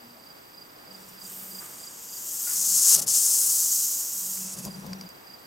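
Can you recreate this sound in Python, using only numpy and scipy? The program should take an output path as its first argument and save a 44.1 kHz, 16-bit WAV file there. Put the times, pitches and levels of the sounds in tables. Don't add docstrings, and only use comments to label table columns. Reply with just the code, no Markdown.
import sys
import numpy as np
from scipy import signal
from scipy.fft import rfft, irfft, next_fast_len
from scipy.io import wavfile
from scipy.ndimage import map_coordinates

SR = 44100
rng = np.random.default_rng(int(sys.argv[2]) if len(sys.argv) > 2 else 0)


def store_pcm(level_fs):
    pcm = np.round(np.clip(level_fs, -1, 1) * 32767).astype(np.int16)
    wavfile.write(sys.argv[1], SR, np.atleast_2d(pcm).T)


N = 241055
TIME = np.arange(N) / SR
CUTOFF_HZ = 15880


def from_db(db):
    return 10 ** (np.asarray(db) / 20)


def rms_one(x):
    return x / np.sqrt(np.mean(x ** 2) + 1e-20)


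def in_time(rows):
    known_s, *columns = np.transpose(rows)
    return [np.interp(TIME, known_s, column) for column in columns]


def at_hz(points, hz):
    known_hz, values = np.transpose(points)
    return np.interp(np.log(hz + 1), np.log(known_hz), values)


def drift(rate_hz):
    pole = np.exp(-40 * np.pi * rate_hz / SR)
    steps = rng.standard_normal(N // 20 + 4002)
    slow = signal.lfilter([1], [1, -2 * pole, pole * pole], steps)[4000:]
    return np.interp(np.arange(N) / 20, np.arange(len(slow)), rms_one(slow))


def sine(hz):
    cycles = np.cumsum(hz * np.ones(N)) / SR
    return np.sqrt(2) * np.sin(2 * np.pi * (cycles + rng.random()))


def blurred_note(pitch_hz, width_hz):
    lower = drift(width_hz) * sine(pitch_hz)
    upper = drift(width_hz) * sine(pitch_hz + width_hz / 2)
    return lower + upper


def panned(x, pan_db):
    return x * from_db(np.array([[.5], [-.5]]) * pan_db)


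def noise(spectrum, likeness):
    size = next_fast_len(N)
    hz = np.arange(size // 2 + 1) * SR / size
    mid, side = rfft(rng.standard_normal((2, size)))
    alike = np.clip(at_hz(likeness, hz), -1, 1)
    both = np.sqrt(1 + alike) * mid + np.sqrt(1 - alike) * side * [[1], [-1]]
    low_skirt = 1 + (spectrum[0][0] / (hz + 1)) ** 4
    high_skirt = 1 + (hz / spectrum[-1][0] / 2) ** 4
    skirts = 1 / np.sqrt(low_skirt * high_skirt)
    coloured = both * from_db(at_hz(spectrum, hz)) * skirts * (hz < CUTOFF_HZ)
    return rms_one(irfft(coloured, size)[:, :N])


def swells(rows):
    power = 0
    for centre_s, half_s, level_db in rows:
        bell = np.exp(-np.minimum(((TIME - centre_s) / half_s) ** 2, 100))
        power = power + from_db(level_db) ** 2 * bell
    return np.sqrt(power)


def during(start_s, end_s, fade_s):
    return np.clip(1 + np.minimum(TIME - start_s, end_s - TIME) / fade_s, 0, 1)


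def moving_resonance(x, centre_hz, width_hz, size=256):
    radius = np.exp(-np.pi * width_hz / SR)
    zeros = np.array([1, 0, -1]) * (1 - radius * radius) / 2
    out, state = np.zeros_like(x), np.zeros((2, 2))
    for i in range(0, N, size):
        poles = [1, -2 * radius * np.cos(2 * np.pi * centre_hz[i] / SR), radius * radius]
        out[:, i:i + size], state = signal.lfilter(zeros, poles, x[:, i:i + size], zi=state)
    return out


# pitch_hz, relative_db_per_hz
AIR = [(25, -13), (60, -11.5), (130, -4.5), (260, -1), (500, -2), (1000, -1.5), (2000, -7), (3500, -14),
       (6000, -17.5), (7900, -21), (9000, -24)]
# pitch_hz, correlation
AIR_LIKENESS = [(60, 0.77), (130, 0.96), (290, 0.53), (640, -0.36), (1410, -0.39), (3100, -0.35),
                (6820, 0.28)]


def outdoors(air_db=-50.0, breeze_db=1.0):
    return from_db(air_db + breeze_db * drift(1.2)) * noise(AIR, AIR_LIKENESS)


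# pitch_hz, rms_db, waver_hz
THIN_TONES = [(12225, -72, 45), (13485, -61, 2)]


def thin_whistles():
    return sum(from_db(db) * sine(hz + waver_hz * drift(58)) for hz, db, waver_hz in THIN_TONES)


def trilling_cricket(pitch_hz, per_s, level_db, width_hz):
    beat = np.cumsum(per_s * (1 + .03 * drift(4))) / SR % 1
    note = sine(pitch_hz) + blurred_note(pitch_hz, width_hz) / 2
    return from_db(level_db) * rms_one(np.sin(np.pi * beat) ** 2 * note)


# centre_s, half_length_s, level_db
DRONES = [(.08, 0.075, -57), (3.55, 0.22, -65.5)]


def drone(pitch_hz=240, unsteady=0.021):
    return swells(DRONES) * sine(pitch_hz * (1 + unsteady * drift(36)))


# start_s, level_db, ringing_hz
CREAKS = [(.15, -53, 650), (.87, -54, 510), (1.605, -50, 1200), (2.468, -44.5, 1430)]


def creaks(attack_s=0.0059, rasp_s=0.088, ring_s=0.034, ring_db=-1, unsteady=0.015, rasp_db=-2):
    out = 0
    for start_s, level_db, hz in CREAKS:
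        age = np.maximum(TIME - start_s, 0)
        band = signal.butter(2, [hz / 1.6, hz * 1.64], "band", fs=SR, output="sos")
        rough = rms_one(signal.sosfilt(band, rng.standard_normal(N)))
        rasp = from_db(rasp_db) * np.exp(-age / rasp_s) * rough
        note = from_db(ring_db) * np.exp(-age / ring_s) * sine(hz * (1 + unsteady * drift(114)))
        out = out + from_db(level_db) * np.minimum(age / attack_s, 1) * (note + rasp)
    return out


# first_pulse_s, level_db (before the trim)
CHIRPS = [(0.236, -50), (0.549, -46.5), (0.879, -46), (1.184, -45), (1.520, -41), (1.805, -43),
          (2.098, -43), (2.447, -43), (4.676, -45.5), (5.034, -48), (5.272, -45.5)]
CHIRP_PULSES_DB = [-2, 2.5, 3.5]


def chirping_cricket(pitch_hz=4810, fall_hz=100, pulse_gap_s=0.036, half_s=0.0062, trim_db=-2,
                     waver_hz=35, uneven_db=1, pan_db=-5.5):
    pulses = []
    for start_s, level_db in CHIRPS:
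        for k, pulse_db in enumerate(CHIRP_PULSES_DB):
            uneven = uneven_db * rng.standard_normal()
            pulses.append((start_s + k * pulse_gap_s, half_s, level_db + pulse_db + uneven))
    centres = np.array(pulses)[:, 0]
    nearest = centres[np.searchsorted((centres[1:] + centres[:-1]) / 2, TIME)]
    sag = np.clip((TIME - nearest) / half_s / 2, -1, 1)
    note = sine(pitch_hz - fall_hz * sag + waver_hz * drift(118))
    return panned(from_db(trim_db) * swells(pulses) * note, pan_db)


LEAVE_S, FAR_S, HOME_S = 0.613, 3.0, 5.05


def crank():
    angle = np.pi * np.interp(TIME, [LEAVE_S, FAR_S, HOME_S], [0, 1, 2])
    return (1 - np.cos(angle)) / 2


# start_s, full_load_s, end_s (may cut the rise short), full_load_db
LOADS = [(.9, 1.586, 1.654, -54.5), (2.567, 3.0, 2.78, -59), (4.16, 4.89, 5.06, -41)]
MOTOR_HZ, MOTOR_SAG_HZ, IDLE_DB, EASE_DB_PER_S = 188.7, 10.5, -59, 39


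def motor(pitch_wobble=0.0083, throb_db=1.2, rough=0.38, rough_per_s=20, octave_db=-26, pan_db=2):
    travel = crank()
    pitch_hz = (MOTOR_HZ - MOTOR_SAG_HZ * travel ** 2) * (1 + pitch_wobble * drift(20))
    level = 0
    for start_s, full_s, end_s, full_db in LOADS:
        load = np.sin(np.pi / 2 * np.interp(TIME, [start_s, full_s], [0, 1]))
        eased_db = EASE_DB_PER_S * np.maximum(TIME - full_s, 0)
        level_db = IDLE_DB + (full_db - IDLE_DB) * load - eased_db
        level = level + during(start_s, end_s, fade_s=.025) * from_db(level_db)
    tone = sine(pitch_hz) + from_db(octave_db) * sine(2 * pitch_hz)
    roughness = drift(rough_per_s) * sine(pitch_hz) + drift(rough_per_s) * sine(pitch_hz)
    hum = rms_one(tone + rough * roughness)
    return panned(level * from_db(throb_db * drift(33)) * hum, pan_db)


def dust_ticks(per_s, size_db):
    snaps = (rng.random(N) < per_s / SR) * rng.exponential(1, N).clip(0, 2)
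    band = signal.butter(6, [5000, 14000], "band", fs=SR, output="sos")
    return from_db(size_db) * signal.sosfilt(band, snaps + 1e-18)


HOLLOWS_HZ, HOLLOWS_FALL_HZ, HOLLOW_WIDTH_HZ = 5830, 1360, 1130


def off_the_glass(x, reflects, depth, lean_hz, travel):
    spacing_hz = HOLLOWS_HZ - HOLLOWS_FALL_HZ * travel + lean_hz
    arrival = np.arange(N) - SR / spacing_hz
    late = np.array([map_coordinates(channel, [arrival], order=3) for channel in x])
    near = 1 - travel ** 3
    x = (x - reflects * near * late) / np.sqrt(1 + (reflects * near) ** 2)
    return x - depth * near * moving_resonance(x, 2 * spacing_hz, HOLLOW_WIDTH_HZ)


# time_s, rubbing_db, treble_db (relative, before the sheen trim), lip_resonance_hz
STROKE_OUT = [(0.92, -58.5, -1, 7530), (1.18, -58.5, 5, 7400), (1.25, -46, -1, 6940),
              (1.38, -47, 5.5, 8700), (1.9, -46, -4.5, 7630), (2.04, -45.5, -0.5, 6750),
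              (2.5, -29.5, -1, 8200), (2.58, -26, -6, 7130), (2.95, -16.5, -8, 7280)]
STROKE_BACK = [(3.08, -23.5, -10, 7000), (3.176, -21, -7, 7550), (3.494, -23.5, -4.5, 8360),
               (3.75, -24.5, -4, 7020), (4.088, -32.5, -1.5, 6850), (4.316, -33.5, -1, 7620),
               (4.442, -36, -3, 7100), (4.49, -37.5, -10, 6800), (4.54, -38.5, -7, 7780)]
# centre_s, half_length_s, level_db
SLIPS = [(1.09, 0.0073, -55), (2.92, 0.032, -31), (2.954, 0.0074, -21.5), (2.965, 0.0047, -21.5),
         (2.983, .009, -25.5), (2.997, 0.0057, -22.5), (3.024, 0.0068, -27), (3.038, 0.0089, -35),
         (3.073, 0.0048, -27.5), (4.548, 0.0085, -41.5), (4.586, 0.015, -38), (4.644, 0.022, -40),
         (4.74, 0.086, -53)]
# pitch_hz, relative_db_per_hz
RUB = [(3000, -27), (4200, -10.5), (5300, -2), (6700, 1), (8500, -1), (10200, -1.5), (11500, -4.5),
       (15000, -39)]
SHEEN = [(9800, -15), (11500, -3.5), (12800, 0), (14000, -1), (15000, -5.5), (16000, -10)]
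SCRAPE = [(600, -11), (1200, -2), (2200, -14), (2900, -1.5), (3700, -3.5), (4600, -5.5), (5600, 8.5),
          (7500, -27)]
# pitch_hz, correlation
WIPER_LIKENESS = [(150, 1), (400, 0.63), (1000, 0.67), (2200, 1), (3300, 0.91), (5500, 0.98), (15000, .999)]
REFLECTS_OUT, REFLECTS_BACK, DEPTH_OUT, DEPTH_BACK = 0.29, 0.076, 0.11, 0.22
LEAN_HZ = 100
LIP_WIDTH_HZ, LIP_DB = 3200, 2
USUAL_RUB_DB, SCRAPE_DB, SCRAPE_FOLLOWS = -30, -49, 0.39
UPRIGHT_DB, UPRIGHT_S = 8, 0.2
REST_PAN_DB, FAR_PAN_DB = -0.6, 3.5


def blade(rub_db=0.2, sheen_db=-1.2, grain_db=0.65, judder_db=0.7, slip_sheen_db=-8, slip_scrape_db=-15,
          pan_curve=2.9):
    travel = crank()
    rub, sheen, scrape = (noise(colour, WIPER_LIKENESS) for colour in (RUB, SHEEN, SCRAPE))
    grit = dust_ticks(per_s=55, size_db=12)
    upright = np.exp(-np.abs(TIME - FAR_S) / UPRIGHT_S)
    slip_colour = rub + from_db(slip_sheen_db) * sheen + from_db(slip_scrape_db) * scrape
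    out = swells(SLIPS) * slip_colour
    strokes = ((STROKE_OUT, REFLECTS_OUT, DEPTH_OUT, LEAN_HZ),
               (STROKE_BACK, REFLECTS_BACK, DEPTH_BACK, -LEAN_HZ))
    for stroke, reflects, depth, lean_hz in strokes:
        level_db, treble_db, lip_hz = in_time(stroke)
        lip = rms_one(rub + from_db(LIP_DB) * moving_resonance(rub, lip_hz, LIP_WIDTH_HZ))
        treble = from_db(treble_db + sheen_db) * sheen
        hiss = from_db(level_db) * (from_db(rub_db) * lip + treble + grit)
        scrape_db = SCRAPE_DB + SCRAPE_FOLLOWS * (level_db - USUAL_RUB_DB) + UPRIGHT_DB * upright
        reflected = off_the_glass(hiss + from_db(scrape_db) * scrape, reflects, depth, lean_hz, travel)
        out = out + during(stroke[0][0], stroke[-1][0], fade_s=0.0041) * reflected
    grip = from_db(grain_db * drift(265) + judder_db * drift(23))
    pan_db = REST_PAN_DB + (FAR_PAN_DB - REST_PAN_DB) * travel ** pan_curve
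    return panned(out * grip, pan_db)


# start_s, level_db, brightest_hz
CLICKS = [(1.583, -51, 7500), (2.466, -42, 3000), (4.374, -33, 2030), (4.651, -17, 12500),
          (4.865, -27, 11940), (4.932, -24.5, 4660), (5.011, -27, 5500), (5.090, -30, 12500)]
# pitch_hz, relative_db, t60_s
ARM = [(1390, 0.5, 0.015), (2330, 3, 0.0092), (3520, -41, .012), (4780, 2.5, 0.027), (5260, -3, 0.022),
       (5830, -1, 0.011), (6560, -8, .02), (8100, -10, .03), (9700, -20, 0.027), (11800, -22, .02),
       (12600, -13, .015), (14400, -1, .012)]


def clicks(focus_db_per_octave=9, ring_db=-7, crack_db=-13, crack_s=0.0024, pan_db=1):
    out, t = np.zeros(N), TIME[:SR // 10]
    hz, mode_db, t60 = np.transpose(ARM)[:, :, None]
    for start_s, level_db, bright_hz in CLICKS:
        off_focus_db = focus_db_per_octave * np.abs(np.log2(hz / bright_hz))
        strength = from_db(mode_db + ring_db - off_focus_db) * rng.choice([-1, 1], hz.shape)
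        rings = np.sum(strength * from_db(-60 * t / t60) * np.sin(2 * np.pi * hz * t), axis=0)
        edges_hz = [bright_hz / 2, min(bright_hz * 2, CUTOFF_HZ)]
        band = signal.butter(2, edges_hz, "band", fs=SR, output="sos")
        crack = signal.sosfilt(band, rng.standard_normal(len(t)) * np.exp(-t / crack_s))
        start = round(start_s * SR)
        out[start:start + len(t)] += from_db(level_db) * (rings + from_db(crack_db) * crack)
    return panned(out, pan_db)


# centre_s, half_length_s, level_db
FLOP = [(2.985, 0.042, -44)]
# pitch_hz, relative_db_per_hz
FLOP_BODY = [(200, -5.5), (380, 2), (600, -3), (1000, -9), (1700, -22)]


def rubber_flop(pan_db=2.5):
    return panned(swells(FLOP) * noise(FLOP_BODY, WIPER_LIKENESS), pan_db)


# centre_s, half_length_s, level_db
SHUDDERS = [(2.992, .022, -38), (3.053, 0.063, -46), (4.585, 0.026, -42), (4.67, 0.017, -34.5),
            (4.75, 0.032, -46), (4.858, 0.028, -39.5), (4.92, 0.037, -42.5), (5.033, 0.022, -46.5)]
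# pitch_hz, relative_db_per_hz
TAILGATE = [(70, -20), (105, -10), (138, 1.5), (200, 5), (280, -15), (460, -8.5), (700, -15.5),
            (1050, -15.5), (1600, -46), (3500, -29)]
BODY_BOOM = [(30, -11), (60, 0), (90, 5), (130, -17), (250, -24)]


def tailgate(boom_db=-17, far_loss_db=3, pan_db=2.5):
    travel = crank()
    rumble = noise(TAILGATE, WIPER_LIKENESS)
    boom = (1 - travel) * from_db(boom_db) * noise(BODY_BOOM, WIPER_LIKENESS)
    return panned(swells(SHUDDERS) * from_db(-far_loss_db * travel) * (rumble + boom), pan_db)


# start_s, end_s
SQUEAL = (4.39, 4.68)


def squeal(pitch_hz=2615, level_db=-63, width_hz=70):
    note = rms_one(blurred_note(pitch_hz, width_hz))
    return during(*SQUEAL, fade_s=.02) * from_db(level_db) * note


# start_s, end_s
WHINE = (4.72, 5.04)


def drive_whine(pitch_hz=5790, level_db=-53.98, rise_db_per_s=12, per_s=31, dip=0.59, octave_db=-10):
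    from_stop = np.minimum(TIME - WHINE[1], 0)
    turn = 1 - dip * (1 + np.cos(2 * np.pi * per_s * from_stop))
    hz = pitch_hz + 10 * drift(100)
    level = during(*WHINE, fade_s=.008) * from_db(level_db + rise_db_per_s * from_stop)
    return level * turn * (sine(hz) + from_db(octave_db) * sine(2 * hz))


def scene(insects_pan_db=-5.5):
    trills = trilling_cricket(pitch_hz=4716, per_s=76, level_db=-60.5, width_hz=130)
    trills += trilling_cricket(pitch_hz=4920, per_s=32, level_db=-63.5, width_hz=370)
    trills += trilling_cricket(pitch_hz=7830, per_s=17, level_db=-70.0, width_hz=510)
    trills += trilling_cricket(pitch_hz=8200, per_s=13, level_db=-73.5, width_hz=1400)
    insects = panned(trills, insects_pan_db) + chirping_cricket()
    background = outdoors() + thin_whistles() + drone()
    drive = creaks() + motor() + clicks() + tailgate() + drive_whine()
    rubber = blade() + rubber_flop() + squeal()
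    return background + insects + drive + rubber


MIC_HISS_DB = -59.5
PEAK_LIMIT = 1.15


def record(dry):
    hiss = from_db(MIC_HISS_DB) * rng.standard_normal(N)
    rounded = PEAK_LIMIT * np.tanh((dry + hiss) / PEAK_LIMIT)
    top_cut = signal.ellip(12, .1, 80, CUTOFF_HZ, fs=SR, output="sos")
    return signal.sosfilt(top_cut, rounded)


dry = scene()
out = record(dry)
store_pcm(out)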